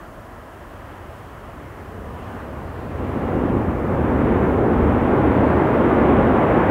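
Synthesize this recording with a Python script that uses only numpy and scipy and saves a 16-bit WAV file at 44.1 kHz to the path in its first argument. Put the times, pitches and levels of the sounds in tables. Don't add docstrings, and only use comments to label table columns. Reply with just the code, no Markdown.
import sys
import numpy as np
from scipy import signal
from scipy.fft import rfft, irfft, next_fast_len
from scipy.io import wavfile

SR = 44100
rng = np.random.default_rng(int(sys.argv[2]) if len(sys.argv) > 2 else 0)


def generate_wav(signal):
    frames = np.transpose(np.atleast_2d(signal))
    scaled = np.clip(frames, -1, 1) * 32767
    pcm = np.round(scaled).astype(np.int16)
    wavfile.write(sys.argv[1], SR, pcm)


N = 295470

# (time [s], level [dB])
ROAR_LEVELS = [(0, -46), (.6, -45.5), (1.2, -46.5), (1.85, -42), (2.1, -40.5), (2.5, -36.5), (2.85, -34.5),
               (3, -29.5), (3.25, -25.5), (3.38, -22), (3.5, -21), (3.62, -21.5), (3.77, -25),
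               (3.95, -20.5), (4.18, -21), (4.3, -19), (4.45, -19), (5, -18.5), (5.5, -16), (5.8, -17.5),
               (6.05, -15.5), (6.16, -17), (6.25, -16.5), (6.45, -18), (6.7, -17.5)]
# (time [s], roar tilt [dB per octave], rasp tilt [dB per octave], rasp swell [dB])
EXHAUST_COLOUR = [(0, -2, -2, -0.5), (.7, 2.5, 1.5, 1), (1.5, 3, 4, -0.5), (1.9, 4, -3, 0),
                  (2.3, -0.5, 0.5, 0), (2.8, -3.5, -0.5, 1), (3.1, 0.5, 1, 1.5), (3.4, -0.5, -0.5, 1.5),
                  (3.6, -4, 0, -0.5), (3.75, -0.5, -0.5, -0.5), (3.95, -1, -1, 1), (4.25, -0.5, 0.5, 0.4),
                  (4.6, 1.5, -0.5, 0.5), (4.85, 2.5, 0, -0.2), (5.1, -0.5, -0.6, 0.8),
                  (5.45, -1.5, -0.5, 0.7), (5.7, 0.5, -1, 0.6), (6, 0, 0, -0.5), (6.35, 0, -0.5, -0.5),
                  (6.7, -1.5, -0.4, 0.5)]
# (time [s], level [dB])
RUMBLE_LEVELS = [(0, -44.5), (.9, -42), (1.45, -40.5), (1.75, -39.5), (2.05, -33.5), (2.3, -35.5),
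                 (2.7, -35), (3, -29), (3.4, -23), (3.8, -26), (4, -23), (4.35, -20.5), (4.6, -23),
                 (4.85, -19), (5.1, -23), (5.4, -22), (5.8, -26), (6.1, -24), (6.7, -24.5)]
# (time [s], level [dB])
FAN_LEVELS = [(0, -68), (.8, -62), (1.5, -63), (1.95, -65), (2.25, -55), (2.6, -61.5), (2.9, -56),
              (3.4, -54), (3.8, -62.5), (6.7, -71)]
# (time [s], level [dB])
WISP_LEVELS = [(0, -82), (1.9, -80), (2.3, -70), (2.55, -73), (2.8, -65), (3.2, -69), (3.6, -75),
               (4.1, -77), (4.3, -71), (4.6, -74), (5.1, -71), (5.45, -63.5), (5.9, -69), (6.3, -80)]
# (frequency [Hz], level [dB])
WHINE_TONES = [(2920.5, -74), (4435.5, -86)]

# (frequency [Hz], relative level [dB])
ROAR_SPECTRUM = [(60, -14), (130, -6.5), (165, -5.5), (200, -3), (250, -0.2), (300, -2), (350, -1),
                 (410, -2), (480, -8), (550, -13), (800, -22.5)]
# (frequency [Hz], relative level [dB])
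RUMBLE_SPECTRUM = [(22, -28), (32, -24), (50, -8.5), (75, -1), (95, -3), (120, -5), (160, -10),
                   (260, -16.5)]
# (frequency [Hz], relative level [dB])
RASP_SPECTRUM = [(300, -17), (480, -1), (620, -2.5), (800, -3.5), (1050, -6), (1400, -10.5), (2200, -19),
                 (3200, -31.5), (3700, -39), (4300, -51.5), (5500, -66.5)]
# (frequency [Hz], relative level [dB])
WHOOSH_SPECTRUM = [(200, -24.5), (400, -8), (520, -3.5), (650, -1.5), (760, -2), (880, -5.5), (1050, -2),
                   (1300, -6), (1450, -8), (1700, -9), (2000, -13), (2350, -20.5), (3200, -27.5),
                   (4500, -44)]
# (frequency [Hz], relative level [dB])
AIRFIELD_SPECTRUM = [(15, -23), (25, -15.5), (45, 6), (70, -9), (110, -18)]
# (frequency [Hz], relative level [dB])
HISS_SPECTRUM = [(2000, 4.5), (5000, 0), (8000, -1), (12000, -2), (16000, -2.5)]

STEP = 64


def exhaust_roar():
    roar_db, = along(ROAR_LEVELS)
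    tilt_db, _, _ = along(EXHAUST_COLOUR)
    noise = turbulent(ROAR_SPECTRUM, tilt_db, swell_db=0.2, flicker_db=1.03, flicker_hz=6.4, pivot_hz=280)
    return undb(roar_db) * noise


def exhaust_rumble():
    rumble_db, = along(RUMBLE_LEVELS)
    noise = turbulent(RUMBLE_SPECTRUM, tilt_db=0, swell_db=0.6, flicker_db=0.5, flicker_hz=4.9)
    return undb(rumble_db) * noise


def exhaust_rasp():
    idle_db, prompt_share, db_per_roar_db = -49, 0.55, 1.012
    roar_db, = along(ROAR_LEVELS)
    _, tilt_db, swell_db = along(EXHAUST_COLOUR)
    rise_db = roar_db - roar_db[0]
    trail_db = trailing(rise_db, lag_s=0.83)
    growth_db = db_per_roar_db * (prompt_share * rise_db + (1 - prompt_share) * trail_db)
    tilt_db = tilt_db - 0.3 - 0.15 * (rise_db - trail_db)
    noise = turbulent(RASP_SPECTRUM, tilt_db, swell_db=0.8, flicker_db=0.8, flicker_hz=6.7)
    return undb(idle_db + swell_db + growth_db) * noise


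def turbine_whoosh(t):
    whoosh_db, tilt_db = -42 + 0.8 * t, -0.8 + 0.3053 * t
    noise = turbulent(WHOOSH_SPECTRUM, tilt_db, swell_db=0.6, flicker_db=1.34, flicker_hz=5.45)
    return undb(whoosh_db) * noise


def ground_reflection(direct):
    echo_gain, top_hz = 0.16, 676
    dull = signal.sosfilt(signal.butter(1, top_hz, fs=SR, output="sos"), direct)
    delay_s = 0.003165 + 0.00044 * smooth(walk(1.967))
    echo = np.interp(np.arange(N) - delay_s * SR, np.arange(N), dull)
    return (direct + echo_gain * echo) / np.hypot(1, echo_gain)


def fan_hiss(t):
    fan_db, = along(FAN_LEVELS)
    pitch_hz = np.interp(t, [1.4, 2.8583], [2960, 2610])
    return undb(fan_db) * smeared(pitch_hz, spread_hz=360)


def wisps():
    wisp_db, = along(WISP_LEVELS)
    return undb(wisp_db) * smeared(np.full(N, 3960), spread_hz=610)


def compressor_whine(t):
    waver_hz, fade_start_s, fade_db_per_s = 3, 1.5, 7.5
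    tones = 0
    for hz, db in WHINE_TONES:
        pitch_hz = hz + waver_hz * smooth(walk(3))
        tones += undb(db) * np.sqrt(2) * np.sin(2 * np.pi * np.cumsum(pitch_hz) / SR)
    return tones * undb(-fade_db_per_s * np.maximum(t - fade_start_s, 0))


def airfield_rumble():
    return steady_noise(AIRFIELD_SPECTRUM, db=-49)


def recorder_noise():
    waver_db, whistle_hz, whistle_db = 0.45, 13426.6, -80.5
    hiss = steady_noise(HISS_SPECTRUM, db=-59.5) * smooth(undb(waver_db * walk(6)))
    whistle = undb(whistle_db) * np.sqrt(2) * np.sin(2 * np.pi * whistle_hz * np.arange(N) / SR)
    return hiss + whistle


def turbulent(table, tilt_db, swell_db, flicker_db, flicker_hz, pivot_hz=700):
    spectrum, octave, size = coloured(table)
    swell = walk(2.157)
    tilt_db = (tilt_db + np.zeros(N))[::STEP]
    noise = 0
    for centre in np.arange(np.log2(table[0][0]) - .5, np.log2(table[-1][0]) + 1, .5):
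        share = np.cos(np.pi * np.clip(octave - centre, -.5, .5)) ** 2
        band = irfft(spectrum * share, size)[:N]
        lean_db = tilt_db * (centre - np.log2(pivot_hz))
        band_db = lean_db + swell_db * swell + flicker_db * walk(flicker_hz)
        noise += smooth(undb(band_db)) * band
    return noise


def smeared(hz, spread_hz):
    lowpass = signal.butter(2, spread_hz, fs=SR, output="sos")
    scatter = signal.sosfilt(lowpass, rng.standard_normal((2, N)))
    phase = 2 * np.pi * np.cumsum(hz) / SR
    return level(scatter[0] * np.cos(phase) + scatter[1] * np.sin(phase), 0)


def steady_noise(table, db):
    spectrum, _, size = coloured(table)
    return level(irfft(spectrum, size)[:N], db)


def coloured(table):
    size = next_fast_len(N)
    octave = np.log2(np.maximum(np.arange(size // 2 + 1) * SR / size, 1))
    hz, db = np.transpose(table)
    points = np.log2(hz)
    outside = np.maximum(points[0] - octave, 0) + np.maximum(octave - points[-1], 0)
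    gain = undb(np.interp(octave, points, db) - 30 * outside)
    return rfft(rng.standard_normal(size)) * level(gain, 0), octave, size


def walk(rate_hz):
    position = np.arange(0, N, STEP) * rate_hz / SR
    targets = rng.standard_normal(int(position[-1]) + 2)
    k = position.astype(int)
    glide = (position - k) ** 2 * (3 - 2 * (position - k))
    return targets[k] + glide * (targets[k + 1] - targets[k])


def trailing(x, lag_s):
    keep = np.exp(-1 / (lag_s * SR))
    return signal.lfilter([1 - keep], [1, -keep], x)


def smooth(control):
    return np.interp(np.arange(N), np.arange(0, N, STEP), control)


def along(table):
    times, *columns = np.transpose(table)
    return [np.interp(np.arange(N) / SR, times, column) for column in columns]


def level(x, db):
    return x * undb(db) / np.sqrt(np.mean(x ** 2))


def undb(db):
    return 10 ** (np.asarray(db) / 20)


def scene():
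    t = np.arange(N) / SR
    jet = exhaust_rumble() + exhaust_roar() + exhaust_rasp() + turbine_whoosh(t)
    mix = wisps() + ground_reflection(jet) + fan_hiss(t) + compressor_whine(t) + airfield_rumble()
    return mix[None]


def record(dry):
    top_hz = 15750
    lowpass = signal.ellip(12, .2, 70, top_hz, fs=SR, output="sos")
    return signal.sosfilt(lowpass, dry + recorder_noise())


dry = scene()
out = record(dry)
generate_wav(out)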